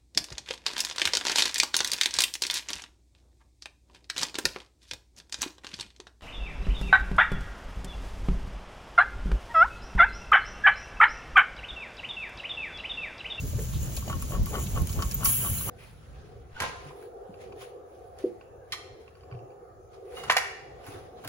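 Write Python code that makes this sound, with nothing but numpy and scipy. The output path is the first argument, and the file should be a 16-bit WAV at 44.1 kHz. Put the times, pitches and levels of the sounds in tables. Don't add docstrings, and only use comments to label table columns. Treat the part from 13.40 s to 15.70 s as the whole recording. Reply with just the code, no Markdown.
import sys
import numpy as np
from scipy import signal
from scipy.fft import rfft, irfft, next_fast_len
from scipy.io import wavfile
from scipy.ndimage import uniform_filter1d

SR = 44100
rng = np.random.default_rng(int(sys.argv[2]) if len(sys.argv) > 2 else 0)


def generate_wav(signal):
    frames = np.transpose(np.atleast_2d(signal))
    scaled = np.clip(frames, -1, 1) * 32767
    pcm = np.round(scaled).astype(np.int16)
    wavfile.write(sys.argv[1], SR, pcm)


N = 101341
T = np.arange(N) / SR

# frequency in Hz, relative density in dB per Hz.
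SIZZLE_SPECTRUM = [(300, -45), (1500, -8), (3000, -5.5), (5000, -17), (7000, 16), (9000, 2.5), (12000, 6),
                   (15500, 9.5), (17000, 7.5)]
# time in seconds, level in dB.
SIZZLE_LEVEL = [(0, -48), (.12, -43.5), (.22, -47), (.42, -45), (.5, -45), (.61, -39.5), (.72, -47.5),
                (.9, -41.5), (1.0, -44.5), (1.15, -41), (1.3, -43.5), (1.8, -43.5), (2.3, -40)]
BUBBLES_PER_S, BUBBLE_SPREAD_DB = 11000, 3
FLICKER_DB, FLICKER_S = 3, 0.052
# start in seconds, level in dB, brightest frequency in Hz, decay t60 in seconds.
SPITS = [(.0892, -31, 14000, 0.0041), (0.566, -25, 9400, 0.013), (0.568, -35, 3900, .022),
         (0.6798, -43.5, 3330, 0.018), (0.8231, -25.5, 11500, 0.0075), (1.032, -27, 15000, 0.0047),
         (1.059, -18, 14600, 0.0044), (1.2386, -24, 14500, 0.0046), (1.262, -41.5, 3870, 0.033),
         (1.315, -29, 14000, 0.0044), (1.4204, -25.5, 11900, 0.0035), (1.4715, -23.5, 11100, 0.0092),
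         (1.493, -36, 5040, 0.016), (1.5285, -26, 7900, 0.0024), (1.622, -25.5, 7000, 0.015),
         (1.7117, -25, 7300, 0.0095), (1.719, -23.5, 10600, 0.0071), (1.738, -45, 7040, 0.007),
         (1.8312, -26, 11900, 0.14), (1.855, -16, 7150, 0.011)]
SPIT_OCTAVES, SPIT_RISE_SHARE = 0.64, 0.11
SNAP_DB, SNAP_CYCLES = 4.5, 3
# start in seconds, level in dB, pitch in Hz, rise in seconds.
SQUEAKS = [(1.258, -56, 3980, 0.004), (1.741, -28, 14220, 0.0061), (2.179, -49.5, 4100, .008)]
SQUEAK_WIDTH_HZ = 130
# frequency in Hz, relative density in dB per Hz.
FLASH_SPECTRUM = [(300, -60), (1700, -29.5), (4800, -23.5), (6000, -20), (7200, -5.5), (8500, -6.5),
                  (11000, -0.5), (13500, -0.5), (15700, 0), (17000, -69)]
# frequency in Hz, relative density in dB per Hz.
BOIL_SPECTRUM = [(300, -42), (900, -15), (1600, -17.5), (2250, -19.5), (3100, -16), (4300, -27),
                 (5900, -18.5), (7200, -1.5), (8500, -7), (11000, 1), (13500, 0), (15700, 4), (17000, -70)]
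FLARE_S, FLARE_RISE_S = 1.846, 0.00053
FLASH_DB, FLASH_T60_S, BOIL_DB, BOIL_T60_S = -21.5, 0.71, -28.5, 3.6
# frequency in Hz, gain in dB.
GRILL_SCATTER = [(1000, 3), (2800, 11), (4500, 5.5), (6500, -0.5), (8200, -20.5), (11000, 1), (16000, -34)]
GRILL_LAG_MS = 0.185

# fastest moment in seconds, level in dB ahead of flicker and panning.
STROKES = [(.465, -44.5), (0.699, -40), (0.942, -39), (1.152, -35), (1.364, -39), (1.582, -38.5),
           (1.818, -39.5), (2.043, -38.5), (2.285, -38)]
SWING_S, SETTLE_S = 0.031, 0.055
SWISH_HZ, SWISH_LOW_SHARE, SWISH_WIDTH_HZ = 435, 0.35, 610
WAKE_DB, WAKE_HZ, WAKE_WIDTH_HZ = -5, 194, 290
WAKE_LAG_S, WAKE_S = 0.043, 0.058
SPRAY_DB, SPRAY_HZ, SPRAY_WIDTH_HZ = -9, 1260, 2900
# start in seconds, level in dB ahead of panning, brightest frequency in Hz.
KNOCKS = [(0.335, -45, 1121), (.574, -36.5, 695), (0.625, -42.5, 1060), (.678, -34, 686),
          (0.697, -25.5, 826), (0.713, -36, 1100), (0.728, -29.5, 1370), (0.8244, -39.5, 1220),
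          (.907, -37.5, 553), (0.9205, -36.5, 1200), (0.936, -38.5, 1100), (0.9503, -33, 1200),
          (1.0505, -54, 1130), (1.067, -38, 1080), (1.131, -32.5, 780), (1.14, -36.5, 1120),
          (1.1537, -29, 1290), (1.169, -37, 760), (1.182, -34.5, 1170), (1.36, -32, 1060),
          (1.375, -31, 1190), (1.497, -45, 1120), (1.515, -55, 1130), (1.562, -38, 736),
          (1.5913, -36, 1150), (1.6024, -34.5, 1260), (1.6226, -27, 1274), (1.721, -54, 1120),
          (1.747, -50, 1130), (1.807, -43, 1060), (1.8244, -36.5, 1190), (1.833, -30, 1310),
          (1.856, -26, 1260), (2.048, -36.5, 1060), (2.061, -32.5, 1200), (2.21, -42, 1080),
          (2.275, -34, 840), (2.29, -28, 980)]
# frequency in Hz, relative level in dB, decay t60 in seconds.
LID_MODES = [(590, -4.5, 0.049), (1097, -5, 0.18), (1272, -11.5, 0.044), (1745, -15, 0.059),
             (2902, 10.5, 0.049), (3340, -8, 0.027)]
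RING_DB, CLACK_DB, CLACK_T60_S = 4.5, 4, 0.012
SCUFF_DB, SCUFF_HZ, SCUFF_T60_S, SCUFF_OCTAVES = -9.5, 2270, 0.018, 1
BUZZ_DEPTH = 0.45
BEND_SHARE, BEND_S, DETUNE_SHARE = 0.06, 0.011, 0.017
GRIP_T60_S, HARD_KNOCK_DB = 0.58, -29
LID_PAN_DB, LID_LAG_MS, LID_ECHO_DB, ECHO_T60_S = 2, -0.14, -8, 0.077

# start in seconds, level in dB, centre in Hz,
# rise in seconds, decay t60 in seconds, width in octaves.
HANDLING = [(.036, -40.5, 430, 0.003, 0.16, 0.25), (0.131, -32, 540, 0.009, 0.058, 0.12),
            (0.138, -26.5, 118, 0.0085, 0.32, 0.17), (0.181, -34, 431, 0.0057, 0.2, 0.23),
            (0.1911, -30.5, 1820, 0.0011, 0.012, 0.12), (.32, -37, 3500, 0.04, 0.18, 0.39)]

# frequency in Hz, relative density in dB per Hz.
RUMBLE_SPECTRUM = [(15, -40), (25, -23), (40, -3), (65, 1), (100, -7), (140, -20.5), (220, -25.5),
                   (500, -42.5), (2000, -93)]
RUMBLE_START_DB, LULL_DB_PER_S, RUMBLE_LIKENESS = -34.5, 3.5, 0.72
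# peak in seconds, level in dB, half length in seconds.
GUSTS = [(0.052, -33.5, .02), (0.157, -29, 0.017), (0.362, -23, 0.013), (0.415, -27.5, 0.026),
         (0.584, -34, 0.018), (0.716, -33.5, 0.0051), (0.761, -27.5, 0.0095), (0.849, -32, 0.025),
         (0.955, -26, 0.013), (1.013, -20, 0.031), (1.205, -28, .025), (1.347, -25.5, 0.025),
         (1.421, -21.5, 0.026), (1.512, -28, 0.012), (1.588, -23.5, .018), (1.667, -25.5, 0.019),
         (1.79, -35, 0.043), (1.88, -30.5, 0.029), (2.114, -29.5, 0.025), (2.255, -43, 0.019)]
# frequency in Hz, relative density in dB per Hz.
NIGHT_SPECTRUM = [(20, -27.5), (60, -5), (120, 2.5), (190, -5.5), (300, -19), (480, -20), (800, -27),
                  (1120, -25.5), (1500, -30.5), (2200, -35), (4200, -31), (5200, -31), (6800, -28.5),
                  (8300, -79.5), (16000, -114)]
# frequency in Hz, likeness (1 same, -1 opposite, clipped to that range).
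NIGHT_LIKENESS = [(50, 0.83), (200, 0.86), (500, -0.05), (1200, -0.12), (2500, 0.42), (4500, 0.1),
                  (7000, 0.17), (16000, -1.1)]
NIGHT_DB = -37
EDGE_HZ = 16000


def grill():
    dry = sizzle() + flare() + spits() + squeaks()
    return ports(dry, GRILL_LAG_MS) + colour(scattered(dry, t60_s=0.049), GRILL_SCATTER)


def sizzle():
    steady = evened(colour(bubbles(BUBBLES_PER_S, BUBBLE_SPREAD_DB), SIZZLE_SPECTRUM))
    return flicker(FLICKER_DB, FLICKER_S) * level(SIZZLE_LEVEL) * steady


def spits():
    out, t = np.zeros(N), T[:8192]
    for s, db, hz, t60_s in SPITS:
        burst = puff(hz, SPIT_OCTAVES, SPIT_RISE_SHARE * t60_s, t60_s)
        snap = np.sin(2 * np.pi * hz * t) * dying(t, SNAP_CYCLES / hz)
        add(out, s, amp(db) * (burst + amp(SNAP_DB) * snap))
    return out


def squeaks():
    out = np.zeros(N)
    for s, db, hz, rise_s in SQUEAKS:
        age = np.maximum(T - s, 0) / rise_s
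        out += amp(db) * whistle(hz, SQUEAK_WIDTH_HZ) * age * np.exp(1 - age)
    return out


def flare():
    age_s = np.maximum(T - FLARE_S, 0)
    jet = evened(colour(rng.standard_normal(N), FLASH_SPECTRUM))
    simmer = evened(colour(bubbles(per_s=16000, spread_db=2.5), BOIL_SPECTRUM))
    flash = amp(FLASH_DB) * dying(age_s, FLASH_T60_S) * jet
    boil = amp(BOIL_DB) * dying(age_s, BOIL_T60_S) * simmer
    return np.minimum(age_s / FLARE_RISE_S, 1) * (flash + boil)


def lid():
    dry, t = swishes() + rattle(), T[:12000]
    tail = rng.standard_normal((2, len(t))) * dying(t, ECHO_T60_S) * np.minimum(t / 0.0048, 1)
    echo = signal.fftconvolve(dry[None], tail / np.linalg.norm(tail[0]), axes=1)[:, :N]
    pan = amp([[LID_PAN_DB], [-LID_PAN_DB]])
    return (ports(dry, LID_LAG_MS) + amp(LID_ECHO_DB) * echo) * pan


def swishes():
    speed = [np.exp(-abs(T - s) / np.where(T < s, SWING_S, SETTLE_S)) for s, db in STROKES]
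    hz = SWISH_HZ * (SWISH_LOW_SHARE + (1 - SWISH_LOW_SHARE) * np.max(speed, 0))
    rush_gain = sum(amp(db) * v for (s, db), v in zip(STROKES, speed))
    spray_gain = sum(amp(db) * v ** 2 for (s, db), v in zip(STROKES, speed))
    wake_gain = sum(amp(db) * swell(s + WAKE_LAG_S, WAKE_S) for s, db in STROKES)
    rush = whistle(hz, SWISH_WIDTH_HZ) * rush_gain
    spray = whistle(SPRAY_HZ, SPRAY_WIDTH_HZ) * spray_gain
    wake = whistle(WAKE_HZ, WAKE_WIDTH_HZ) * wake_gain
    return flicker(depth_db=1.5, width_s=0.013) * (rush + amp(WAKE_DB) * wake + amp(SPRAY_DB) * spray)


def rattle():
    out, t = np.zeros(N), T[:8192]
    for s, db, knock_hz in KNOCKS:
        detuned_s = t * (1 + DETUNE_SHARE * rng.standard_normal())
        bent_s = detuned_s + BEND_SHARE * BEND_S * (1 - np.exp(-t / BEND_S))
        ring = np.zeros(len(t))
        for hz, mode_db, t60_s in LID_MODES:
            gain = amp(mode_db) * band(hz, knock_hz, octaves=0.35)
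            ring += gain * dying(t, t60_s) * np.sin(2 * np.pi * hz * bent_s)
        buzz = 1 + BUZZ_DEPTH * evened(uniform_filter1d(rng.standard_normal(len(t)), size=90))
        grip = dying(t, GRIP_T60_S * amp(db - HARD_KNOCK_DB))
        clack = np.sin(2 * np.pi * knock_hz * t) * dying(t, CLACK_T60_S)
        scuff = puff(SCUFF_HZ, SCUFF_OCTAVES, rise_s=0.0015, t60_s=SCUFF_T60_S)
        struck = amp(RING_DB) * ring * buzz * grip + amp(CLACK_DB) * clack
        add(out, s, amp(db) * (struck * np.minimum(t / 0.0012, 1) + amp(SCUFF_DB) * scuff))
    return out


def handling():
    out = np.zeros(N)
    for s, db, hz, rise_s, t60_s, octaves in HANDLING:
        add(out, s, amp(db) * puff(hz, octaves, rise_s, t60_s))
    return out


def wind():
    rumble = noise_pair(RUMBLE_SPECTRUM, [(50, RUMBLE_LIKENESS), (500, RUMBLE_LIKENESS)])
    power = (abs(signal.hilbert(rumble)) ** 2).mean(0) / 2
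    rumble = rumble / np.sqrt(uniform_filter1d(power, size=900))
    breeze = amp(RUMBLE_START_DB - LULL_DB_PER_S * T)
    gust_power = sum((amp(db) * swell(s, width_s)) ** 2 for s, db, width_s in GUSTS)
    return rumble * np.sqrt(breeze ** 2 + gust_power)


def night():
    return amp(NIGHT_DB) * noise_pair(NIGHT_SPECTRUM, NIGHT_LIKENESS)


def bubbles(per_s, spread_db):
    size = amp(spread_db * np.minimum(rng.exponential(1, N), 5))
    return evened(size * rng.choice([-1., 1.], N) * (rng.random(N) < per_s / SR))


def puff(hz, octaves, rise_s, t60_s):
    t = T[:8192]
    spectrum = rfft(rng.standard_normal(len(t)))
    noise = irfft(spectrum * band(np.fft.rfftfreq(len(t), 1 / SR), hz, octaves))
    return evened(noise) * np.minimum(t / rise_s, 1) * dying(t, t60_s)


def whistle(hz, width_hz):
    return evened(resonate(resonate(rng.standard_normal(N), hz, width_hz), hz, width_hz))


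def resonate(x, hz, width_hz):
    turn = np.exp(2j * np.pi * np.cumsum(hz * np.ones(len(x))) / SR)
    r = np.exp(-np.pi * width_hz / SR)
    return 2 * (turn * signal.lfilter([1 - r], [1, -r], x / turn)).real


def noise_pair(spectrum, likeness):
    fast = next_fast_len(N)
    a, b = rfft(rng.standard_normal((2, fast)))
    same = np.clip(read(likeness, np.fft.rfftfreq(fast, 1 / SR)), -1, 1)
    mid, side = a * np.sqrt(1 + same), b * np.sqrt(1 - same)
    pair = irfft(np.array([mid + side, mid - side]), fast)[:, :N]
    return evened(colour(pair, spectrum))


def scattered(x, t60_s, count=6):
    t, out = T[:4096], np.zeros((2, N))
    turn = T * 45
    for k in range(count):
        share = np.sin(np.pi / 2 * np.minimum((turn - k) % count, 2))
        tail = rng.standard_normal((2, len(t))) * dying(t, t60_s)
        out += signal.fftconvolve((x * share)[None], tail / np.linalg.norm(tail[0]), axes=1)[:, :N]
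    return out


def ports(x, lag_ms):
    fast = next_fast_len(N + 64)
    khz = np.fft.rfftfreq(fast, 1000 / SR)
    left = irfft(rfft(x, fast) * np.exp(-2j * np.pi * khz * lag_ms), fast)[:N]
    return np.array([left, x])


def flicker(depth_db, width_s):
    width = max(int(width_s * SR), 2)
    smooth = uniform_filter1d(uniform_filter1d(rng.standard_normal(N), width), width)
    return amp(depth_db * evened(smooth))


def colour(x, points):
    size = x.shape[-1]
    fast = next_fast_len(size)
    gain = amp(read(points, np.fft.rfftfreq(fast, 1 / SR)))
    return irfft(rfft(x, fast) * gain, fast)[..., :size]


def band(f, hz, octaves):
    return 1 / (1 + (np.log2((f + 1) / hz) / octaves) ** 2)


def swell(s, width_s):
    return np.exp(-((T - s) / width_s) ** 2)


def dying(t, t60_s):
    return np.exp(-np.log(1000) * t / t60_s)


def level(points):
    return amp(np.interp(T, *np.transpose(points)))


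def read(points, hz):
    f, value = np.transpose(points)
    return np.interp(np.log(hz + 1), np.log(f + 1), value)


def add(mix, s, sound):
    part = mix[max(round(s * SR), 0):][:len(sound)]
    part += sound[:len(part)]


def evened(x):
    return x / np.sqrt(np.mean(x ** 2) + 1e-20)


def amp(db):
    return 10 ** (np.asarray(db) / 20)


def scene():
    return grill() + lid() + handling() + wind() + night()


def record(dry):
    lowpass = signal.firwin(511, EDGE_HZ, window=("kaiser", 9), fs=SR)
    return signal.oaconvolve(dry, lowpass[None], "same")


dry = scene()
out = record(dry)
generate_wav(out)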